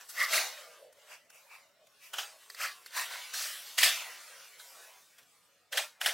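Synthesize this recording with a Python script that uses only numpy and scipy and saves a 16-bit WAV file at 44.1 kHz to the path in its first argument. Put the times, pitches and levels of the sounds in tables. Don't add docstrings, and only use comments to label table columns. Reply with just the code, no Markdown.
import sys
import numpy as np
from scipy import signal
from scipy.fft import rfft, irfft, next_fast_len
from scipy.io import wavfile
from scipy.ndimage import uniform_filter1d

SR = 44100
rng = np.random.default_rng(int(sys.argv[2]) if len(sys.argv) > 2 else 0)


def nominal_scale(level):
    x = np.asarray(level, float) / 20
    return 10 ** x


def master(y):
    cut = np.clip(np.atleast_2d(y).T, -1, 1)
    pcm = np.round(cut * 32767)
    wavfile.write(sys.argv[1], SR, pcm.astype(np.int16))


N = 270333
BLOCK = 2048

# peak t/s, level/dB, rise/s, fall/s, brightness/dB; rise and fall span 20 dB
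STROKES = [(0, -54, .02, 0.1, -3), (0.101, -55, .05, 0.092, 10), (.225, -34.5, 0.085, 0.071, -1.5),
           (.355, -27, 0.07, 0.15, -2), (0.599, -52, 0.073, 0.17, -4), (1.13, -49, 0.084, 0.072, -7),
           (1.359, -69, 0.13, 0.45, 8.5), (1.54, -54, 0.055, 0.13, -7), (2.05, -60, 0.057, 0.12, 3.5),
           (2.19, -38.5, 0.28, .13, -2.5), (2.43, -60, 0.072, 0.059, -5.5), (2.52, -68, 0.091, .15, 11),
           (2.634, -33.5, 0.053, .1, -4), (2.869, -61.5, 0.087, 0.067, 8), (2.986, -33, 0.05, 0.13, -2.5),
           (3.131, -41.5, 0.051, 0.55, -4), (3.439, -41.5, 0.67, 0.32, 4), (3.68, -56.5, 0.047, 0.43, 5.5),
           (3.834, -22.5, 0.27, 0.15, -2), (4.0, -41.5, 0.13, 0.34, -10), (4.419, -54.5, 0.3, 0.45, -3),
           (5.19, -64, 0.034, 0.076, 2.5), (5.78, -34.5, 0.1, 0.088, 1), (6.065, -33.5, 0.1, 0.1, 2.5)]
# ring f/Hz, ring level/dB, second ring f/Hz, hollow f/Hz, stalk level/dB
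LEAVES = [(1500, 6, 6000, 620, 10), (2450, -7, 6500, 300, 2), (2000, 17.5, 1150, 860, 2),
          (3740, 0.5, 860, 900, 4), (1500, -2, 1500, 690, -2), (2706, 5, 890, 3750, 6),
          (2610, 10.5, 2300, 4000, 17.5), (2460, 9, 2600, 3200, 5.5), (2610, 12, 1980, 1530, 2),
          (3170, 8, 6600, 1100, 8.5), (1280, 4.5, 740, 780, -13), (1850, 0, 4900, 900, 13),
          (1330, 7.5, 1900, 3700, -1.5), (1870, 2.5, 4300, 810, -6), (1030, 9.5, 1700, 3300, 0),
          (1460, 4.5, 3800, 270, 2.5), (5340, 3, 1750, 1000, 0), (3000, 1, 3700, 950, -9.5),
          (2350, 6, 4700, 1500, -7), (2276, 2, 2700, 1650, -1), (1380, 10, 510, 8000, -21),
          (1640, 4.5, 2700, 700, 17), (3420, 4.5, 2700, 1059, 9.5), (1970, 7, 3200, 1150, 10.5)]
# t/s, level/dB, brightness/dB
SETTLE = [(0, -68, 9.5), (.75, -57, -5.5), (.92, -70, -3), (1.02, -63.5, -0.5), (1.25, -70, -2),
          (1.75, -71.5, -4.5), (1.9, -69.5, 1), (2.15, -67.5, 4), (2.8, -63.5, 4), (3.3, -66.5, -2),
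          (4.15, -59, 5), (4.57, -65.5, -0.5), (4.61, -62.5, 8.5), (4.85, -58, 1.5), (5.05, -68, 3.5),
          (5.4, -71, 2), (5.7, -73.5, -3), (6.13, -61.5, -12)]
# t/s, peak level/dB, low ring f/Hz, high ring f/Hz
SNAPS = [(0.0917, -43, 1790, 6090), (0.0995, -42, 1510, 5250), (0.925, -50.5, 1800, 8300),
         (1.301, -43, 1605, 5260), (1.869, -51, 2460, 6440), (2.136, -27.5, 1440, 3040),
         (2.4995, -33, 1850, 4570), (2.8607, -33.5, 1870, 4360), (3.3377, -28.5, 1740, 5400),
         (3.7835, -14, 2000, 2900), (4.594, -37.5, 1500, 4000), (5.182, -48, 1200, 3480),
         (5.7252, -24, 1840, 3150), (6.013, -17.5, 1700, 3010)]


def lag(x, count):
    return np.r_[np.zeros(count * BLOCK), x][:N]


def unit(x):
    return x / np.sqrt(np.mean(x ** 2))


def read(table, hz):
    f, db = np.transpose(table)
    return np.interp(np.log(hz + 1), np.log(f), db)


def ring(x, hz, width_hz):
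    b, a = signal.iirpeak(hz, hz / width_hz, fs=SR)
    once = signal.lfilter(b, a, x)
    return signal.lfilter(b, a, once)


def walk(rate):
    hold = int(SR / rate)
    steps = np.repeat(rng.standard_normal(N // hold + 1), hold)
    smooth = uniform_filter1d(uniform_filter1d(steps, hold), hold)
    return 1.39 * smooth[:N]


def handling():
    rise_curve, fall_curve, hold_s = 1.21, 0.97, 0.012
    snap_reach_s, lead_in_s = 0.115, 0.0086
    lumpy_db, sag_db = -45, 7
    t = np.arange(0, N / SR + .002, .001)
    s, db, rise, fall, _ = np.transpose(STROKES)[:, :, None]
    wait = s - np.array(SNAPS)[:, 0]
    wait = np.where((wait > 0) & (wait < snap_reach_s), wait, 0).max(axis=1, keepdims=True)
    hold = hold_s * (wait == 0)
    lost_rise = np.maximum((s - hold - t) / rise, 0) ** rise_curve
    lost_fall = np.maximum((t - s - hold) / fall, 0) ** fall_curve
    turns = (t - s + wait) * SR / BLOCK
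    sag = np.clip(3 * turns, 0, 1) * (turns < 1) * (db > lumpy_db) * (wait < 1.5 * BLOCK / SR)
    cut_db = 20 * np.maximum((s - wait - t) / lead_in_s, 0) + sag_db * sag
    return t, db - 20 * (lost_rise + lost_fall) - cut_db * (wait > 0)


def streaks(slow, contrast, repeat_db):
    overlap = 3 * BLOCK // 4
    z = signal.stft(rng.standard_normal(N + 2 * BLOCK), nperseg=BLOCK, noverlap=overlap)[2]
    at = np.arange(z.shape[1] - 1) / max(slow, 1)
    k = at.astype(int)
    size = (1 + k - at) * abs(z[:, k]) + (at - k) * abs(z[:, k + 1])
    phase = np.cumsum(np.angle(z[:, k + 1]) - np.angle(z[:, k]), axis=1)
    slowed = size ** contrast * np.exp(1j * phase)
    x = signal.istft(slowed, nperseg=BLOCK, noverlap=overlap)[1][:N]
    return unit(x + nominal_scale(repeat_db) * lag(x, count=1))


def mottle(x, depth_db, size, count):
    z = signal.stft(x, nperseg=size)[2]
    patch = rng.standard_normal(z.shape)
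    for axis in (0, 1, 0, 1):
        patch = uniform_filter1d(patch, size=count, axis=axis)
    patchy = z * nominal_scale(depth_db * unit(patch))
    return unit(signal.istft(patchy, nperseg=size)[1][:len(x)])


def swells(bed, contrast):
    swell_s, loop_share, second_share = 0.16, 0.57, 0.57
    ring_q, hollow_level_db = 4.5, -9
    out, t = bed.copy(), np.arange(N) / SR
    blocks = rng.standard_normal((len(STROKES), BLOCK))
    for stroke, leaf, block in zip(STROKES, LEAVES, blocks):
        s, stroke_db = stroke[:2]
        ring_hz, ring_db, second_hz, hollow_hz, _ = leaf
        near = slice(max(int((s - swell_s) * SR), 0), int((s + swell_s) * SR))
        bell = np.cos(np.pi * np.clip((t[near] - s) / swell_s, -.5, .5)) ** 1.2
        above_db = stroke_db - np.interp(s, *np.transpose(SETTLE)[:2])
        share = np.clip(loop_share * above_db / 18, .3, .9)
        z = rfft(mottle(block, depth_db=3.4, size=256, count=3))
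        loop = np.resize(unit(irfft(z * abs(z) ** (contrast - 1))), len(bell))
        both = np.sqrt(1 - share * bell) * out[near] + np.sqrt(share * bell) * loop
        f = np.fft.rfftfreq(len(both), 1 / SR)
        rings = (ring_hz, ring_db), (second_hz, second_share * ring_db), (hollow_hz, hollow_level_db)
        colour_db = sum(db * np.exp(-((f / hz - 1) * ring_q / .55) ** 2) for hz, db in rings)
        coloured = irfft(rfft(both) * nominal_scale(colour_db), len(both))
        out[near] = both + bell * (coloured - both)
    return out


def fronds(carrier, sway_db, flicker_db):
    control_hz = (380, 600, 2000, 3800, 6400, 12500)
    # f/Hz, level/dB per Hz
    frond_spectrum = [(150, -76.5), (250, -31.5), (597, -11), (890, -10), (1260, -5), (1420, -5),
                      (1850, -3), (3980, -4.5), (4340, -5.5), (6140, -6.5), (6700, -9), (7570, -8.5),
                      (15200, -14), (16000, -15)]
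    settle_tilt_db = (17.5, 9.5, -0.5, -2.5, -1, -0.5)
    bright_share = (0, 0, 0.15, 0.61, 0.94, 1.1)
    t, stroke_db = handling()
    tilts = np.outer(np.array(STROKES)[:, 4], bright_share)
    tilts[:, :2] = np.add.outer(np.array(LEAVES)[:, 4], (-3, 0))
    power = nominal_scale(tilts.T) ** 2 @ nominal_scale(stroke_db) ** 2
    s, db, bright_db = np.transpose(SETTLE)
    settle_db = np.add.outer(settle_tilt_db, np.interp(t, s, db))
    settle_db = settle_db + np.outer(bright_share, np.interp(t, s, bright_db))
    power += nominal_scale(settle_db) ** 2
    size = next_fast_len(N)
    f = np.fft.rfftfreq(size, 1 / SR)
    z = rfft(carrier, size) * nominal_scale(read(frond_spectrum, f))
    z *= size / np.sqrt(2 * size * np.mean(abs(z) ** 2 * (f > 1000) * (f < 4000)) / 2)
    out, sway = 0, walk(2.7)
    for step in range(19):
        hz = 250 * 2 ** (step / 3)
        band = np.cos(np.pi / 2 * np.clip(3 * np.log2((f + 1) / hz), -1, 1)) ** 2
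        weights = [np.interp(np.log(hz), np.log(control_hz), row) for row in np.eye(len(control_hz))]
        sway = unit(1.7 * sway + 0.29 * walk(5.263))
        band_db = np.interp(np.arange(N) / SR, t, weights @ (10 * np.log10(power)))
        band_db = band_db + sway_db * sway + flicker_db * walk(18)
        out = out + nominal_scale(band_db) * irfft(z * band, size)[:N]
    return out


def widen(mid, fill):
    # from t/s, to t/s, low f/Hz, first ceiling f/Hz, climb of the ceiling/Hz per s
    spells = [
        (0, .93, 4740, 9500, 11000),
        (.93, 2.13, 800, 4500, 17000),
        (2.88, 3.34, 6260, 11700, 0),
        (3.7, 4.6, 4680, -3000, 42000),
        (5.27, 5.72, 2200, 7000, 60000),
        (0, 3.3, 300, 750, 0),
        (5.72, 5.97, 500, 1300, 0),
        (0, .1, 8500, 15800, 0),
        (5.72, 5.9, 4100, 5600, 0),
    ]
    # f/Hz, side level against mid/dB
    apart = [(700, -10.5), (2200, -8), (2500, -7), (6000, -3.5), (8000, -3), (13000, -1)]
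    f, t, z = signal.stft(mid, SR, nperseg=BLOCK // 2)
    pitch, gate = f[:, None], 0
    for start, end, low_hz, top_hz, climb in spells:
        ceiling = np.maximum(top_hz + climb * (t - start), 6300 * (climb > 0))
        inside = (pitch > low_hz) & (pitch < ceiling) & (t > start) & (t < end)
        gate = gate + inside.astype(int)
    gate = gate * nominal_scale(read(apart, f))[:, None]
    chosen = rng.random((len(f) // 8 + 1, len(t) // 4 + 1)) < fill
    strips = np.kron(chosen, np.ones((8, 4)))[:len(f), :len(t)]
    size = uniform_filter1d(abs(z), size=9, axis=0)
    fresh = signal.stft(rng.standard_normal(N), nperseg=BLOCK // 2)[2]
    fresh = fresh / np.sqrt(np.mean(abs(fresh) ** 2))
    return signal.istft(fresh * size * gate * strips, SR, nperseg=BLOCK // 2)[1][:N]


def field():
    # f/Hz, level/dB per Hz
    air_spectrum = [(15, -36), (25, -15.5), (145, 4), (194, 2.5), (330, 2.5), (430, -23.5), (730, -120)]
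    size = next_fast_len(N)
    z = rfft(rng.standard_normal((2, size))) * nominal_scale(read(air_spectrum, np.fft.rfftfreq(size, 1 / SR)))
    mid, side = unit(irfft(z, size)[:, :N]) * nominal_scale(-87.5 + 2 * walk(14))
    return np.array([mid + 0.75 * side, mid - 0.75 * side])


def snaps():
    # repeat level/dB, length/ms
    repeats = [(-9, 6), (-9, 6), (-9, 6), (-12, 3), (-12, 4), (3, 6), (-2.5, 3), (-10, 2.5), (-9, 6),
               (6, 4), (-12, 11), (-8, 5), (8, 8), (5, 3)]
    out, n = np.zeros(N + 4 * BLOCK), np.arange(BLOCK)
    noises = rng.standard_normal((len(SNAPS), BLOCK))
    for (s, db, low_hz, high_hz), (repeat_db, ms), noise in zip(SNAPS, repeats, noises):
        age = n / SR / (ms / 1000)
        burst = noise * (1 - np.exp(-age / 0.48)) * np.exp(-age / 1.1)
        crack = signal.lfilter(*signal.butter(1, (1200, 10000), "band", fs=SR), burst)
        ring_db = np.clip(.6 * (db + 52), 0, 14)
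        low = nominal_scale(ring_db - 11.5) * unit(ring(burst, low_hz, 520))
        high = nominal_scale(ring_db - 11) * unit(ring(burst, high_hz, 880))
        snap = low + high + unit(crack)
        snap *= nominal_scale(db - 1.5) / abs(snap).max()
        last_db = repeat_db + min(repeat_db, 0) - 14
        for turn, turn_db in enumerate((0, repeat_db, last_db)):
            i = int(s * SR) + turn * BLOCK
            out[i:i + BLOCK] += nominal_scale(turn_db) * snap
    return out[:N]


def stalks(carrier):
    # t/s, level/dB, length/s, ring f/Hz
    knocks = [(0.623, -58, 0.16, 598), (0.848, -55.5, 0.1, 554), (1.0, -66.5, 0.079, 570),
              (1.26, -72.5, 0.16, 585), (1.83, -66, 0.098, 618), (2.352, -63, 0.065, 624),
              (3.864, -43.5, .06, 690), (4.32, -64, .06, 594), (4.886, -64, 0.044, 624),
              (5.454, -81, 0.27, 496), (5.756, -45.5, 0.04, 587)]
    t, out = np.arange(N) / SR, 0
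    for s, db, length, hz in knocks:
        tone = unit(ring(carrier, hz, hz / 4.5))
        out = out + tone * nominal_scale(db - 20 * ((t - s) / length) ** 2)
    return out


def scene():
    bed = streaks(slow=2.5, contrast=1.3, repeat_db=-11)
    bed = mottle(bed, depth_db=1.9, size=1024, count=5)
    bed = swells(bed, contrast=0.7)
    mid = fronds(bed, sway_db=.6, flicker_db=1.2) + snaps() + stalks(rng.standard_normal(N))
    mid = signal.sosfilt(signal.butter(6, 400, "high", fs=SR, output="sos"), mid)
    mid = signal.sosfilt(signal.ellip(8, .2, 60, 15800, fs=SR, output="sos"), mid)
    side = widen(mid, fill=.75)
    return np.array([mid + side, mid - side]) + field()


def band_limit(x):
    return signal.sosfilt(signal.butter(12, 16610, fs=SR, output="sos"), x)


def record(dry):
    return band_limit(dry)


dry = scene()
out = record(dry)
master(out)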